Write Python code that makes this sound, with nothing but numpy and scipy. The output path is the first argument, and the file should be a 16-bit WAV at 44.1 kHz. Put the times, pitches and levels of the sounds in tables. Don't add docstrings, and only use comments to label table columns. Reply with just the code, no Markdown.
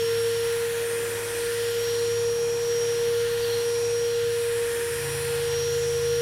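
import sys
import numpy as np
from scipy import signal
from scipy.fft import rfft, irfft, next_fast_len
from scipy.io import wavfile
from scipy.ndimage import uniform_filter1d, map_coordinates

SR = 44100
rng = np.random.default_rng(int(sys.argv[2]) if len(sys.argv) > 2 else 0)


def attenuation_scalar(level_db):
    decades = np.asarray(level_db, float) / 20
    return 10 ** decades


def unload_wav(signal):
    wavfile.write(
        sys.argv[1],
        SR,
        np.round(np.clip(np.atleast_2d(signal).T, -1, 1) * 32767).astype(np.int16),
    )


N = 273861

# time in seconds, turns per second in Hz, rotor tone in dB.
ROTOR = [(0.0, 461.51, -23.9), (0.56, 466.3, -26.3), (1.08, 467.68, -29.1), (1.26, 469.32, -31.9),
         (1.42, 469.52, -28.8), (1.78, 468.63, -26.1), (2.45, 469.06, -25.0), (2.59, 469.6, -26.6),
         (2.72, 469.69, -24.8), (3.15, 469.6, -24.6), (3.55, 470.11, -26.1), (3.95, 470.17, -25.1),
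         (4.34, 469.63, -24.6), (4.91, 469.51, -28.4), (5.05, 470.15, -31.3), (5.41, 470.52, -26.4),
         (5.61, 470.01, -26.7), (6.21, 470.68, -24.8)]
BLADE_MULTIPLES = (12, 22, 11)
# time in seconds, then the
# level in dB of the 12th, 22nd and 11th multiple.
BLADE_LEVELS = [(0.0, -40, -67, -53.5), (0.5, -45.5, -55.5, -54), (0.73, -59, -65, -64),
                (0.87, -55, -54, -55), (1.5, -61, -54, -54), (1.63, -48, -55, -48.5),
                (1.9, -41.5, -59, -54), (2.45, -41.5, -63, -53), (2.79, -39.5, -55.5, -53),
                (3.38, -51, -57, -57.5), (3.52, -43.5, -58, -58), (3.95, -39.5, -60, -53),
                (4.27, -48, -59, -57), (4.4, -49, -50, -55), (4.86, -56, -46, -55), (5.4, -53, -48, -52),
                (5.55, -37.5, -56, -51.5), (6.21, -43, -58, -52)]
# multiple, level in dB, then the change in dB per unit of reach, of turn and of tilt.
WEAK_MULTIPLES = [(2.0, -59.9, 2.8, -1.4, -1.1), (3.0, -51.2, 1.1, 1.0, 0.8), (4.0, -59.3, 3.6, -0.0, 0.3),
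                  (6.0, -62.2, -0.2, 3.1, 1.4), (7.0, -59.1, 0.5, -1.2, -0.1), (9.0, -60.6, -4.0, 2.2, 0.1),
                  (13.0, -61.4, -0.3, -0.4, 0.2), (14.0, -62.1, 0.5, 2.3, -1.0),
                  (15.0, -61.0, 2.0, -1.5, -0.8), (16.0, -69.7, 1.4, 0.2, -0.1),
                  (19.0, -64.7, 2.4, 1.1, -0.7), (20.0, -60.6, -1.1, -1.8, 0.3),
                  (21.0, -61.4, -1.9, -0.3, -0.2), (23.0, -63.6, -0.3, -1.5, 0.7),
                  (24.0, -62.9, 0.2, 0.5, -0.2), (25.0, -71.7, 0.5, -0.3, -2.2),
                  (26.0, -69.4, 1.5, 0.7, 2.1), (27.0, -72.9, 1.6, 0.2, 0.7), (28.0, -75.1, 1.2, 0.6, 0.6),
                  (29.0, -66.3, 1.4, 1.1, 1.4), (30.0, -74.5, 2.7, -0.3, 1.7),
                  (31.0, -67.6, 2.0, 1.3, -0.4), (32.0, -78.9, -0.1, 1.5, 1.7),
                  (33.0, -78.3, 2.1, 2.5, 2.5)]


def motor():
    speed_hz, rotor_db = curves(ROTOR)
    shaft = 2 * np.pi * np.cumsum(speed_hz) / SR
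    shaft = shaft + 0.013 * wobble(30)
    rotor_db = rotor_db + 0.4 * wobble(9.3) + 0.49 * wobble(30)
    x = tone(shaft + 0.08 * wobble(8), rotor_db)
    for multiple, db in zip(BLADE_MULTIPLES, curves(BLADE_LEVELS)):
        x += tone(multiple * shaft, db + glint_db(multiple) + 1.2 * wobble(25))
    levels = beamed(row[1:] for row in WEAK_MULTIPLES)
    for (multiple, *_), db in zip(WEAK_MULTIPLES, levels):
        unsteady_db = 2.2 if multiple > 3 else 1.2
        x += tone(multiple * shaft, db + 1.2 + glint_db(multiple) + unsteady_db * wobble(9))
    return x


# middle of the swell or dip in seconds, length in seconds, multiple, extra level in dB.
GLINTS = [(0.2, 1.3, 32.0, 12.6), (0.35, 0.9, 30.0, 13.4), (0.45, 0.9, 16.0, 9.1), (0.45, 1.3, 24.0, 9.5),
          (0.45, 1.3, 33.0, 13.0), (0.45, 1.8, 29.0, 8.7), (0.6, 1.3, 21.0, 9.2), (0.75, 0.4, 6.0, 12.1),
          (0.75, 0.6, 25.0, 10.7), (0.75, 0.9, 27.0, 10.2), (0.85, 0.6, 28.0, 14.0), (0.9, 0.4, 19.0, 15.2),
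          (1.55, 0.4, 28.0, 15.5), (1.85, 1.8, 20.0, 5.6), (2.05, 0.6, 15.0, 10.6), (2.1, 1.3, 26.0, 8.1),
          (3.3, 0.6, 28.0, 13.4), (3.6, 0.6, 25.0, 10.3), (4.45, 0.4, 25.0, 11.5), (4.65, 0.6, 28.0, 14.6),
          (4.65, 1.3, 19.0, 7.7), (4.85, 1.8, 30.0, 8.9), (4.95, 0.4, 6.0, 11.0), (5.25, 0.4, 9.0, 10.3),
          (5.25, 0.4, 32.0, 16.8), (5.35, 0.4, 21.0, 10.6),
          (5.13, .5, 12, 9.5), (5.25, .5, 22, 3.5), (4.65, .2, 22, -4), (4.4, .25, 22, 2),
                (4.08, .25, 12, 2), (5.54, .14, 22, -9), (2.15, .3, 22, 8), (2.42, .3, 22, -6),
                (5.78, .3, 12, -3), (6.1, .3, 12, 1.5), (2.82, .3, 12, 1.5), (1.85, .2, 12, 2),
                (3.0, .3, 11, 4), (3.72, .3, 11, 5), (.12, .6, 24, 5), (0, .5, 29, 5), (.55, .4, 29, -3)]


def glint_db(multiple):
    t = np.linspace(0, N / SR, 1000)
    swells = np.zeros(1000)
    for middle, length, k, db in GLINTS:
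        if k == multiple:
            swells += db * np.cos(np.pi * np.clip((t - middle) / length, -.5, .5)) ** 2
    return np.interp(np.arange(N) / SR, t, swells)


# time in seconds, then reach, turn, tilt and roll (no unit).
POSE = [(0.0, -0.58, 1.5, 0.2, 0.5), (0.53, 0.45, 0.6, 0.5, -1), (0.96, 1.36, -1.8, 0.2, 2),
        (1.19, 1.26, -1.4, -0.7, 2.5), (1.43, 1.1, 0.0, -0.1, -2.5), (1.66, 0.21, 0.9, -0.2, -1),
        (1.92, -0.71, 1.5, -0.8, -1), (2.52, -1.1, -2.6, 0, 0), (2.72, -0.92, 0, -0.5, 0.5),
        (3.49, -0.26, 1.45, 0.9, -1.5), (3.84, -0.93, -1, -1.1, -3), (4.18, -1.2, 0.9, 0.4, 1),
        (4.35, -0.073, -0.0, 1.5, -2.5), (4.81, 1.16, -1.6, -0.4, 2.5), (5.24, 1.2, 0.3, 0.3, -2.5),
        (5.61, -0.99, 1.7, -1, 0.5), (5.9, -0.6, -0.6, -1, -0.3), (6.21, -1, 1.5, 0, 1.2)]


def beamed(rows):
    pose = np.array(curves(POSE))
    return [db + np.dot(per_pose_db, pose[:len(per_pose_db)]) for db, *per_pose_db in rows]


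# pitch in Hz, width in Hz.
TUBE = [(1760, 443), (2470, 255), (3150, 970), (4230, 650)]
# level in dB, then the change in dB per unit of reach, of turn, of tilt and of roll.
TUBE_LEVELS = [(-42.5, 2.5, 1, -0.023, 0.35), (-50, 2.5, -1.5, -0.2, -0.81), (-43.5, 0.5, 2, 0.2, 0.19),
               (-48, -0.5, 1.1, 0.3, -0.6)]
# start in seconds, end in seconds, pitch in Hz, width in Hz, level in dB.
SQUEAKS = [
    (3.4, 3.475, 4580, 280, -41),
    (3.45, 3.64, 4200, 260, -43),
    (1.82, 2.1, 4200, 240, -47),
    (4.42, 5, 8200, 400, -53),
    (4.93, 5.14, 9000, 600, -46),
    (5.0, 5.42, 2560, 200, -49),
    (3.74, 3.96, 2400, 200, -50),
    (5.5, 5.8, 4150, 300, -49),
]


def nozzle():
    x = np.zeros(N)
    for mode, db in zip(TUBE, beamed(TUBE_LEVELS)):
        x += attenuation_scalar(db) * air(resonant(*mode), patchy_db=0.4)
    t = np.arange(N) / SR
    attack_s, release_s = 0.02, 0.035
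    for start, end, hz, width_hz, db in SQUEAKS:
        swell = np.clip(np.minimum((t - start) / attack_s, (end - t) / release_s), 0, 1)
        x += attenuation_scalar(db) * swell * unit(coloured(rng.standard_normal(N), resonant(hz, width_hz)))
    return x


# level in dB, then the change in dB per unit of reach, of turn, of tilt and of roll.
VENT_LEVELS = [
    (-47.0, 0.6, -0.29, -0.67, 0.38),
    (-46.5, -0.3, -0.056, -2.1, 0.026),
    (-46.0, 3, 0.21, -0.88, -0.32),
    (-50.0, 2.5, 0.54, -0.2, 0.2),
]
# pitch in Hz, level in dB per Hz.
ROAR = [(200, -29), (300, -6), (390, -1.5), (440, -2.5), (550, -3.5), (700, -9), (860, -6), (1000, -3.5),
        (1250, -8.5), (2200, -16), (3800, -14), (5000, -42), (7000, -44)]
RUSH = [(3500, -36), (4700, -3), (5200, -5), (5650, 1), (6200, -3.5), (6800, -4), (7500, -6.5),
        (8300, -11.5), (9500, -36)]
HISS = [(6500, -21), (7500, -1), (8300, -4), (9100, 4), (9700, 0), (10500, -1.5), (11200, 0.5),
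        (12000, -23), (13000, -28)]
FIZZ = [(10500, -26), (11600, -0.5), (12500, -4), (13500, -6), (14500, -6), (15300, -13), (15850, -11),
        (16000, -72)]


def vents():
    x = np.zeros(N)
    extra_db = (3.5, 1.72, 2.75, 0.84)
    for shape, db, more_db in zip((ROAR, RUSH, HISS, FIZZ), beamed(VENT_LEVELS), extra_db):
        x += attenuation_scalar(db + more_db) * air(sloped(shape), patchy_db=1.98)
    return x


# time in seconds, level in dB of the 5th multiple, level in dB of the 8th.
ENGINE = [(0, -62, -51), (.9, -65, -60), (1.4, -68, -77), (2.4, -64, -49), (3.3, -67, -50),
          (3.55, -63, -63), (4.3, -55, -52), (4.78, -52, -64), (5.08, -46, -39), (6.21, -43, -42.5)]
# time in seconds, cycles per second in Hz.
ENGINE_RATE = [(0, 18.62), (.8, 18.48), (2, 18.2), (2.5, 17.9), (3.2, 17.78), (4, 17.62), (4.8, 17.5),
               (6.21, 17.28)]
# multiple, level in dB.
ENGINE_WEAK = [(4, -64), (7, -60), (7.5, -60), (9, -64), (10, -62), (11, -67), (13, -66)]


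def engine():
    fifth_db, eighth_db = curves(ENGINE)
    cycle = 2 * np.pi * np.cumsum(curves(ENGINE_RATE)[0]) / SR
    x = tone(5 * cycle, fifth_db + 1.5 * wobble(6))
    x += tone(8 * cycle, eighth_db + 1.5 * wobble(5))
    for multiple, db in ENGINE_WEAK:
        x += tone(multiple * cycle, db + 3 * wobble(1.62))
    return x


# pitch in Hz, level in dB per Hz.
SHOP = [(15, -23), (24, -4), (40, -6), (55, -4.5), (110, -4.5), (200, -10), (280, -9.5), (400, -37)]


def shop_fan():
    t = np.arange(N) / SR
    hum_hz, drift_hz_per_s = 106.3, 0.38
    hum_db, fade_db_per_s = -44.5, 0.5
    turns = (hum_hz + drift_hz_per_s * t / 2) * t
    db = hum_db - fade_db_per_s * t + 0.8 * wobble(2.83) + 2.3 * wobble(7)
    hum = tone(2 * np.pi * turns + 0.12 * wobble(7.4), db)
    return hum + attenuation_scalar(-51.0) * air(sloped(SHOP), patchy_db=0.7)


def air(gain, patchy_db):
    z = signal.stft(rng.standard_normal(N), nperseg=512)[2]
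    field = uniform_filter1d(rng.standard_normal(z.shape), size=5, axis=0)
    field = uniform_filter1d(field, size=40, axis=1)
    patchy = signal.istft(z * attenuation_scalar(patchy_db * unit(field)), nperseg=512)[1][:N]
    return unit(coloured(patchy, gain))


def coloured(x, gain):
    m = next_fast_len(N)
    return irfft(rfft(x, m) * gain(np.fft.rfftfreq(m, 1 / SR)), m)[:N]


def resonant(centre_hz, width_hz):
    return lambda hz: 1 / (1 + ((hz - centre_hz) / width_hz) ** 2 * 2)


def sloped(points):
    f, db = np.transpose(points)
    return lambda hz: attenuation_scalar(np.interp(np.log(hz + 1), np.log(f), db, -120, -120))


def tone(phase, db):
    return np.sqrt(2) * attenuation_scalar(db) * np.sin(phase + rng.uniform(0, 2 * np.pi))


def wobble(rate):
    at = np.arange(0, N + 64, 64)
    knots = rng.standard_normal(int(N * rate / SR) + 4)
    return np.interp(np.arange(N), at, map_coordinates(knots, [at * rate / SR]))


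def curves(rows):
    s, *columns = np.transpose(rows)
    return [np.interp(np.arange(N) / SR, s, column) for column in columns]


def unit(x):
    return x / np.sqrt(np.mean(x ** 2) + 1e-20)


def scene():
    mono = motor() + nozzle() + vents() + engine() + shop_fan()
    return np.array([mono, mono])


def band_limit(x):
    return signal.sosfilt(signal.butter(12, 15970, fs=SR, output="sos"), x)


# start in seconds, end in seconds.
SPLITS = [(0, .1), (.28, .6), (.72, .93), (1.05, 1.22), (2.29, 2.35), (2.48, 2.68), (3.02, 3.22),
          (3.32, 3.35), (3.48, 3.54), (5.23, 5.33), (5.57, 5.62)]
# time in seconds, middle of the band in Hz.
SPLIT_BANDS = [(.09, 12200), (.5, 8100), (.62, 7600), (1.035, 7600), (1.34, 11000), (1.8, 7600),
               (4.17, 11000), (4.33, 6300), (5.61, 8600)]


def record(dry):
    mid = dry.mean(axis=0)
    hz, t, z = signal.stft(mid, SR, nperseg=1024)
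    hz_column = hz[:, None]

    level = uniform_filter1d(np.minimum(abs(z), attenuation_scalar(-67.0)), size=24, axis=0)
    field = uniform_filter1d(rng.standard_normal(z.shape), size=16, axis=0)
    apart = sum((t > start) & (t < end) for start, end in SPLITS)
    share = attenuation_scalar(-13 + 4 * (hz_column < 300)) * (hz_column < 15000) * apart
    share = share * (unit(field) > -.15)
    for s, centre_hz in SPLIT_BANDS:
        share += attenuation_scalar(-3) * np.outer(abs(hz - centre_hz) < 700, abs(t - s) < .018)
    grain = signal.stft(rng.standard_normal(N), SR, nperseg=1024)[2]
    side = signal.istft(grain / abs(grain).mean() * level * share, SR, nperseg=1024)[1][:N]

    cell = uniform_filter1d(uniform_filter1d(abs(z), size=8, axis=0), size=3, axis=1)
    weak = cell < .52 * np.median(cell, axis=1, keepdims=True)
    dropped = (hz_column > 12600) & weak
    mid = signal.istft(z * ~dropped * (hz_column < 15820), SR, nperseg=1024)[1][:N]
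    return band_limit(np.array([mid + side, mid - side]))


dry = scene()
out = record(dry)
unload_wav(out)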